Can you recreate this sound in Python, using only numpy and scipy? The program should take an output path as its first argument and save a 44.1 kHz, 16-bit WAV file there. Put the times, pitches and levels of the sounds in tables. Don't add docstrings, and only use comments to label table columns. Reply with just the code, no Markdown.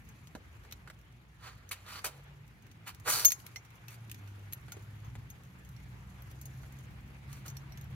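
import sys
import numpy as np
from scipy import signal
from scipy.fft import rfft, irfft, next_fast_len
from scipy.io import wavfile
from scipy.ndimage import uniform_filter1d

SR = 44100
rng = np.random.default_rng(int(sys.argv[2]) if len(sys.argv) > 2 else 0)


def digitize_waveform(pressure):
    field = np.atleast_2d(pressure).T
    bounded = np.clip(field, -1, 1)
    quanta = np.round(bounded * 32767).astype(np.int16)
    wavfile.write(sys.argv[1], SR, quanta)


N = 350587


def gain_of(db):
    return 10 ** (np.asarray(db) / 20)


def unit_rms(x):
    return x / np.sqrt(np.mean(x ** 2) + 1e-20)


def curve_at(points, hz):
    point_hz, value = np.transpose(points)
    return np.interp(np.log(hz + 1), np.log(point_hz + 1), value)


def add(mix, start_s, sound, pan_db=0):
    part = mix[:, round(start_s * SR):][:, :sound.shape[-1]]
    part += sound[..., :part.shape[1]] * gain_of([[pan_db / 2], [-pan_db / 2]])


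def resonances(x, bands):
    return sum(gain_of(db) * signal.lfilter(*signal.iirpeak(hz, hz / width, SR), x)
               for hz, width, db in bands)


def gliding_resonance(x, hz, width_hz):
    carrier = np.exp(2j * np.pi * np.cumsum(hz) / SR)
    pole = np.exp(-np.pi * width_hz / SR)
    return (carrier * signal.lfilter([1 - pole], [1, -pole], x / carrier)).real


def waver(size, depth_db=2.5, smooth_s=0.201):
    width = round(smooth_s * SR) + 1
    drift = uniform_filter1d(uniform_filter1d(rng.standard_normal(size), width), width)
    return gain_of(depth_db * unit_rms(drift))


def noise_bed(spectrum, fft_size, patchy_db, flicker_db):
    # freq_hz, left_right_correlation
    stereo_likeness = [(60, 0.986), (180, 0.88), (550, 0.32), (1650, -0.1), (4970, 0.037), (15000, 0.18)]
    hop = fft_size // 2
    frames, hz = N // hop + 5, np.fft.rfftfreq(fft_size, 1 / SR)
    a, b, c, d, patches = rng.standard_normal((frames, len(hz), 5), dtype=np.float32).T
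    patches = unit_rms(uniform_filter1d(uniform_filter1d(patches, size=12, axis=0), size=5, axis=1))
    flicker = unit_rms(uniform_filter1d(rng.standard_normal(frames), size=2))
    likeness = curve_at(stereo_likeness, hz)[:, None]
    left = a + 1j * b
    right = likeness * left + np.sqrt(1 - likeness ** 2) * (c + 1j * d)
    colour = gain_of(curve_at(spectrum, hz)[:, None] + patchy_db * patches + flicker_db * flicker)
    _, bed = signal.istft(np.array([left, right]) * colour, window="cosine", nperseg=fft_size, noverlap=hop)
    return unit_rms(bed[:, :N])


def ambience():
    # time_s, rumble_db, hiss_db, rustle_db
    faders = [(0.0, -56.5, -63.5, -73), (0.68, -56.5, -62, -73.5), (1.24, -58, -66.5, -79),
              (1.77, -58.5, -62.5, -77.5), (1.95, -57, -60.5, -64), (2.19, -58.5, -61.5, -74),
              (2.61, -56, -64.5, -77.5), (2.97, -55, -63, -78.5), (3.25, -54, -60, -55.5),
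              (3.67, -56, -61.5, -73.5), (4.25, -52.5, -60.5, -71.5), (5.56, -53, -62, -72.5),
              (6.26, -51.5, -61, -71), (6.58, -53.5, -60.5, -66), (7.0, -50.5, -61, -74),
              (7.95, -50, -58.5, -76)]
    # freq_hz, density_db
    rumble_spectrum = [(25, -37.5), (40, -30.5), (55, -1.5), (70, -4.5), (113, 0), (148, -5.5), (200, -13),
                       (260, -18.5), (350, -21.5), (500, -49.5)]
    hiss_spectrum = [(150, -24), (250, -9), (400, -4), (600, -8), (800, -5), (1300, -5.5), (2200, -5.5),
                     (3200, -12.5), (5000, -21.5), (9000, -35), (16000, -46)]
    rustle_spectrum = [(2500, -23.5), (4500, -6), (5300, -9), (6100, -3), (6500, -4), (7000, -3.5),
                       (8000, -12.5), (10500, -7.5), (11800, -3.5), (13200, -13), (15000, -12.5),
                       (16000, -16.5)]
    beds = [noise_bed(rumble_spectrum, fft_size=4096, patchy_db=2.5, flicker_db=-0.48),
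            noise_bed(hiss_spectrum, fft_size=1024, patchy_db=1.5, flicker_db=0.99),
            noise_bed(rustle_spectrum, fft_size=512, patchy_db=2.0, flicker_db=2.5)]
    time_s, *levels_db = np.transpose(faders)
    t = np.arange(N) / SR
    return sum(bed * gain_of(np.interp(t, time_s, db)) for bed, db in zip(beds, levels_db))


def engine(fade_in_s=0.183):
    # time_s, firing_hz, level_db
    revs = [(5.6, 30.8, -51), (6.02, 30.75, -58.5), (6.4, 33.2, -57), (7.03, 34.25, -56.5),
            (7.95, 34.12, -51)]
    harmonics_db = [-0.5, -5.5, 2, -13]
    time_s, firing_hz, level_db = np.transpose(revs)
    t = np.arange(time_s[0], time_s[-1], 1 / SR)
    cycles = np.cumsum(np.interp(t, time_s, firing_hz)) / SR
    tone = sum(gain_of(db) * waver(len(t)) * np.sin(2 * np.pi * (k * cycles + rng.random()))
               for k, db in zip((2, 3, 4, 6), harmonics_db))
    envelope = gain_of(np.interp(t, time_s, level_db)) * np.minimum((t - t[0]) / fade_in_s, 1)
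    out = np.zeros((2, N))
    add(out, t[0], np.sqrt(2) * tone * envelope)
    return out


def hums(fade_s=0.1218):
    # start_s, length_s, from_hz, to_hz, level_db
    swells = [(0, 2.79, 59, 58.24, -63.5), (.15, 0.833, 81, 84.6, -62), (1, 0.296, 120, 119.7, -63),
              (1.55, 0.598, 93, 95.2, -58.5), (2.05, 0.511, 135, 147.2, -57), (3, 0.76, 122, 117.1, -60.5),
              (3.75, 0.442, 121, 108, -53.5), (4.1, 0.478, 101.1, 100, -48), (4.68, 0.71, 102.1, 107, -53),
              (4.5, 1.28, 116, 128, -58.5), (4.4, 1.178, 142, 138, -60.5), (5.35, .9, 181, 188.3, -61.5),
              (5.85, 1.24, 121, 127, -56.5)]
    out = np.zeros((2, N))
    for start_s, length_s, from_hz, to_hz, level_db in swells:
        hz = np.linspace(from_hz, to_hz, round(length_s * SR))
        tone = np.sqrt(2) * np.sin(2 * np.pi * (np.cumsum(hz) / SR + rng.random()))
        envelope = signal.windows.tukey(len(hz), min(2 * fade_s / length_s, 1))
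        add(out, start_s, gain_of(level_db) * tone * envelope)
    return out


def grass_pats(attack_s=0.000323):
    # start_s, level_db, pitch_hz, fall_octaves_per_s, t60_s, pitched_share, pan_db
    touches = [(.351, -30.5, 258, -0.5, 0.0284, 0.52, 0.5), (.355, -46.5, 1045, 50, 0.128, 0.85, 2),
               (.65, -44.5, 1194, 2, 0.019, 0.3, 0.1), (.724, -40.5, 3936, -3, .021, .6, -0.5),
               (.875, -40.5, 1464, -1, 0.044, 0.5, -1.5), (.9, -36, 1226, 4, 0.0236, 0.28, 1),
               (3.56, -35.5, 2089, 0.5, 0.0444, .77, -2.5), (3.883, -43.5, 2610, -1.5, 0.043, 0.72, 1.5),
               (4.115, -43.5, 2743, 2, 0.0224, 0.74, 3), (4.682, -41.5, 1503, 1.5, 0.037, 0.4, 1),
               (4.719, -46, 1392, -4.5, 0.079, 0.42, 1), (4.768, -38.5, 390, 0.5, .045, .64, 5),
               (5.153, -41.5, 416, -1.5, 0.0413, 0.22, 3), (6.632, -49.5, 1426, 3, 0.0622, 0.27, -2)]
    t = np.arange(SR // 8) / SR
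    out = np.zeros((2, N))
    for start_s, level_db, pitch_hz, fall, t60_s, pitched, pan_db in touches:
        bands = [(pitch_hz, 800, 0), (700, 700, -5), (6000, 8000, -22)]
        puff = unit_rms(resonances(rng.standard_normal(len(t)), bands))
        tone = np.sin(2 * np.pi * np.cumsum(pitch_hz / 2 ** (fall * t)) / SR)
        envelope = gain_of(level_db - 60 * t / t60_s) * np.minimum(t / attack_s, 1)
        add(out, start_s, (pitched * tone + 0.7 * (1 - pitched) * puff) * envelope, pan_db)
    return out


def breath(rise_s, hold_s, fall_s, air_db, sag_db, upper_nose_db, hiss_db, chest_db, rasp_db):
    # centre_hz, width_hz, gain_db
    nose_bands = [(1273, 570, 2), (2253, 1100, -0.5)]
    nostril_bands = [(6300, 2600, 0), (9000, 1700, 1), (11730, 2900, 2), (14900, 2500, -16)]
    chest_bands = [(562.4, 680, 0)]
    ends_db, tail_db, tail_s = -19, -14, 3.2 * fall_s
    corners_s = np.cumsum([0, rise_s, hold_s, fall_s, tail_s])
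    contour_db = np.array([ends_db, 0, 0, ends_db, ends_db + tail_db])
    t = np.arange(0, corners_s[-1], 1 / SR)

    def flow_db(lag=0, steepness=1):
        times_s = corners_s + [0, lag * hold_s, 0, 0, 0]
        return np.interp(t, times_s, steepness * contour_db + [0, 0, sag_db, sag_db, sag_db])

    air = rng.standard_normal((5, len(t)))
    nose = resonances(air[0], np.add(nose_bands, [[0, 0, 0], [0, 0, upper_nose_db]]))
    hiss = resonances(air[1], nostril_bands)
    chest = resonances(resonances(air[2], chest_bands), chest_bands)
    rasp_flow_db = flow_db(lag=0.45)
    rasp_hz = 4540 - 300 * rasp_flow_db / ends_db
    rasp = gliding_resonance(air[3], rasp_hz, width_hz=850)
    blend = gain_of(flow_db()) * unit_rms(nose)
    blend += gain_of(hiss_db + flow_db(lag=0.12, steepness=1.42)) * unit_rms(hiss)
    blend += gain_of(chest_db + flow_db(steepness=0.708)) * unit_rms(chest)
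    blend += gain_of(rasp_db + rasp_flow_db) * unit_rms(rasp)
    flutter = gain_of(2.3 * unit_rms(uniform_filter1d(air[4], size=90)))
    fades = np.clip(np.minimum(t / rise_s, (t[-1] - t) / 0.01), 0, 1)
    return gain_of(air_db) * flutter * blend * fades


def sniffing():
    # upper_nose_db, hiss_db, chest_db, rasp_db
    breaths = [(1.37, 0.0685, 0.0335, 0.0815, -53, 2.5, -10.5, -14, -15.5, -7),
               (1.71, .003, .004, .04, -39.5, -3, 8, 0.5, -33, -12.5),
               (1.83, 0.0409, 0.1221, 0.0173, -53, 2.5, -3, -7, -29.5, -2.5),
               (2.041, .003, .016, .038, -38.5, -4, 0.5, 5, -5.5, -8.5),
               (2.85, 0.024, 0.0187, 0.031, -46.5, -1.5, -3.5, -3, -25.5, -11),
               (3.04, 0.03765, .17, .03, -36, -13, -8.5, 6.5, -9, 0),
               (3.885, 0.0069, 0.0544, 0.0256, -65, 3.5, 0.5, 1, -20, -10),
               (7.27, 0.02102, 0.082, 0.11, -65.5, 0.5, 0.5, -1, -11.5, -9.5),
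               (7.435, 0.0277, 0.00824, 0.0617, -53.5, -4, -10.5, 0, -11, -10.5)]
    out = np.zeros((2, N))
    for start_s, *shape in breaths:
        add(out, start_s, breath(*shape))
    return out


def clink(tick_db, parts_db, ring_scale, rattle_db=1.8):
    mode_hz = [2200, 4300, 5632, 6507, 7612, 8385, 11770, 12045, 14145, 14500, 15710]
    # index into parts_db (1 small tag, 2 large tag, 3 collar ring, 4 split ring)
    mode_part = [1, 1, 1, 2, 1, 1, 3, 4, 2, 4, 3]
    # gain_db, t60_s, left_lead_rad, pan_db
    modes = [(1.5, 0.035, 1.61, 0), (11, .03, 1.86, -3), (8.5, .056, -2, -8.5), (9, .1, -2, 2),
             (-9, .05, -2.5, 3.02), (-5, .05, -1.5, -1.53), (11, .048, -1.5, 1), (4.5, .038, -0.66, 1.5),
             (2, .065, -1, 4), (2.5, .035, 0.82, -1), (3, .028, 2, 1)]
    t = np.arange(SR // 10) / SR
    rise = np.sin(np.pi / 2 * np.minimum(t / 0.0021, 1)) ** 2
    decay = gain_of(-60 * t / 0.013) + gain_of(-6.5 - 60 * t / 0.036)
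    tick, clank = rng.standard_normal((2, 2, len(t))) * decay * rise
    out = gain_of(tick_db) * resonances(tick, [(7200, 5700, -2.5), (12803, 9140, 6.0)])
    out += gain_of(parts_db[0]) * resonances(clank, [(2790, 2200, 10.5)])
    rattle = unit_rms(uniform_filter1d(rng.standard_normal(len(t)), size=130))
    contact = rise * gain_of(-rattle_db * rattle * np.minimum(t / 0.012, 1))
    side = np.array([[0.5], [-0.5]])
    for hz, part, (db, t60_s, lead_rad, pan_db) in zip(mode_hz, mode_part, modes):
        detune, start_cycles, swing = rng.random(3)
        phase = 2 * np.pi * (hz * (1 + 0.0028 * (detune - 0.5)) * t + start_cycles)
        spread_rad = side * (lead_rad + 0.95 * (swing - 0.5))
        level_db = parts_db[part] + db + side * pan_db - 60 * t / (t60_s * ring_scale)
        out += gain_of(level_db) * np.cos(phase + spread_rad) * contact
    return out


def tag_tinkle(per_s=6):
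    out = np.zeros((2, N))
    for when, force, *softness in rng.random((round(per_s * N / SR), 7)):
        tick_db = -73 + 8 * force
        parts_db = tick_db - 4 - 14 * np.array(softness)
        add(out, when * N / SR, clink(tick_db, parts_db, ring_scale=0.34))
    return out


def tag_strikes():
    # start_s, tick_db, clank_db, small_tag_db, large_tag_db, collar_ring_db,
    # split_ring_db, ring_scale (factor on the ring time)
    strikes = [(0.0877, -55.5, -66.5, -76.5, -65.5, -73.5, -67, 0.71),
               (0.2708, -58, -54, -77, -72.5, -77.5, -74, 0.93),
               (0.636, -65.5, -67.5, -77.5, -83, -76.5, -75.5, 0.72),
               (0.7109, -61, -48, -72.5, -72.5, -69.5, -68.5, 0.54),
               (0.7226, -53.5, -42.5, -53, -53.5, -44.5, -51, 0.39),
               (1.6905, -51.5, -55.5, -58, -54, -60.5, -58.5, 0.27),
               (2.4773, -60.5, -67, -80.5, -86.5, -77.5, -78, 0.7),
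               (2.6659, -63.5, -62.5, -78, -84, -76.5, -72.5, 0.73),
               (2.7135, -62.5, -54.5, -77.5, -72.5, -79.5, -77, 0.64),
               (2.9459, -52.5, -54.5, -71, -73, -72.5, -73.5, 0.7),
               (2.9981, -56, -66, -79.5, -72.5, -74.5, -74.5, 0.7),
               (3.1952, -35.5, -41.5, -44, -53, -54, -44.5, 0.84),
               (3.247, -23.5, -43.5, -33.5, -37.5, -27, -30, 0.87),
               (3.2525, -19, -50.5, -35, -20, -28, -21, 1), (3.2804, -37, -37, -48.5, -29.5, -50.5, -45, 1),
               (3.3034, -35.5, -37.5, -46.5, -50.5, -44, -45, 1),
               (3.3182, -27.5, -33.5, -43, -36, -36.5, -35, 0.664),
               (3.3994, -62, -52.5, -80, -75.5, -60, -62, 0.7),
               (3.464, -45.5, -44.5, -75, -72.5, -52.5, -55, 0.7),
               (3.5588, -57.5, -40.5, -50.5, -57, -61, -60.5, 1),
               (3.6491, -61, -61, -78.5, -77, -73, -69, 0.7),
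               (3.703, -64.5, -58.5, -78, -81, -80, -79.5, 0.7),
               (3.8816, -54.5, -47.5, -61, -63, -54.5, -61.5, 0.68),
               (3.9059, -54.5, -61, -79, -76, -64.5, -62, 0.65),
               (4.0962, -57, -48, -69.5, -61.5, -60, -57.5, 0.3),
               (4.114, -41, -45, -72, -65, -51, -51, 0.46),
               (4.1437, -54.5, -49, -74, -68, -63.5, -66.5, 0.74),
               (4.2744, -61.5, -59, -72, -77, -82, -77.5, 0.7),
               (4.5238, -45.5, -46, -75, -53.5, -48, -50.5, 0.466),
               (4.5319, -46, -46, -74.5, -60, -35, -42, 0.43),
               (4.7195, -44, -43, -62.5, -54, -53.5, -50, 0.81),
               (4.8229, -61.5, -68.5, -77, -80, -74, -78.5, 0.68),
               (5.046, -67.5, -73, -82, -69.5, -74.5, -71, 0.7),
               (5.301, -57, -57, -66, -56, -51, -57, 0.555),
               (5.434, -61, -63.5, -79, -75.5, -78.5, -75.5, 0.7),
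               (5.6482, -60, -62, -77.5, -67.5, -70, -74.5, 0.6),
               (5.689, -58, -65.5, -77.5, -78.5, -67, -69, 0.66),
               (5.763, -67, -55, -68, -81, -80, -80, 0.7),
               (6.2207, -56, -66, -74.5, -78.5, -58.5, -60.5, 0.698),
               (6.3125, -54.5, -66.5, -79, -80.5, -67, -66, 0.69),
               (6.4128, -48.5, -68, -69.5, -62, -53, -57.5, 0.645),
               (6.4544, -47, -62, -71.5, -57.5, -54, -52, 0.63),
               (6.7229, -58, -68, -77.5, -73.5, -63.5, -65.5, 0.63),
               (6.7864, -59, -72.5, -82, -67.5, -70, -71, 0.64),
               (7.3277, -48, -55.5, -59.5, -61.5, -65.5, -63, 0.605),
               (7.4596, -62, -59, -68.5, -68, -64.5, -63, 0.76),
               (7.4796, -45, -52.5, -55.5, -53.5, -55.5, -58.5, 0.76),
               (7.5, -50, -55.5, -65.5, -63.5, -60, -58.5, 0.6),
               (7.5675, -51.5, -49.5, -54.5, -66, -59.5, -54.5, 0.79),
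               (7.721, -72.5, -58.5, -59, -78.5, -60.5, -64, 0.7),
               (7.7732, -57, -50, -68, -67.5, -63.5, -68, 0.88),
               (7.8111, -56, -63.5, -71.5, -64.5, -58.5, -60, 0.625),
               (7.8413, -67.5, -63, -75.5, -79, -64.5, -63, 0.66)]
    out = np.zeros((2, N))
    for start_s, tick_db, *parts_db, ring_scale in strikes:
        add(out, start_s, clink(tick_db, parts_db, ring_scale))
    return out


def microphone_ports(x):
    # freq_hz, left_lead_rad
    phase_lead = [(0, -1), (950, 0.69), (1980, 0), (3190, 1.71), (4310, 1), (5770, 5), (6890, 1),
                  (8440, -10.5), (10200, 23), (11300, 16.5), (12600, 18), (14600, 16.5), (15300, 20),
                  (16500, 5)]
    # freq_hz, pan_db
    balance = [(60, 1.5), (110, 4.5), (200, -5), (380, -3.5), (700, -2.5), (1290, -12.5), (2380, 3.5),
               (4400, -3), (8120, 1.5), (15000, 1.5)]
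    size = next_fast_len(N)
    hz = np.fft.rfftfreq(size, 1 / SR)
    lead_rad = np.interp(hz, *np.transpose(phase_lead))
    left = gain_of(curve_at(balance, hz) / 2) * np.exp(0.5j * lead_rad)
    return irfft(rfft(x, size) * np.array([left, 1 / left]), size)[:, :N]


def reflections(x):
    t = np.arange(SR // 4) / SR
    taps = rng.standard_normal((2, len(t))) * (rng.random((2, len(t))) < 0.06) * (t > 0.0015)
    tail = taps * (gain_of(-60 * t / 0.053) + gain_of(-33 - 60 * t / 0.13))
    tail /= np.linalg.norm(tail, axis=1, keepdims=True)
    return signal.fftconvolve(x, tail, axes=1)[:, :N]


def scene():
    tinkle = tag_tinkle()
    nosing = sniffing() + grass_pats()
    tags = tinkle + tag_strikes()
    send = nosing + gain_of(-6) * tags
    dog = microphone_ports(nosing) + tags + gain_of(-4) * reflections(send)
    return dog + ambience() + engine() + hums()


def record(dry):
    lowpass = signal.firwin(255, 15850, window=("kaiser", 7), fs=SR)
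    return signal.oaconvolve(dry, lowpass[None], "same")


dry = scene()
out = record(dry)
digitize_waveform(out)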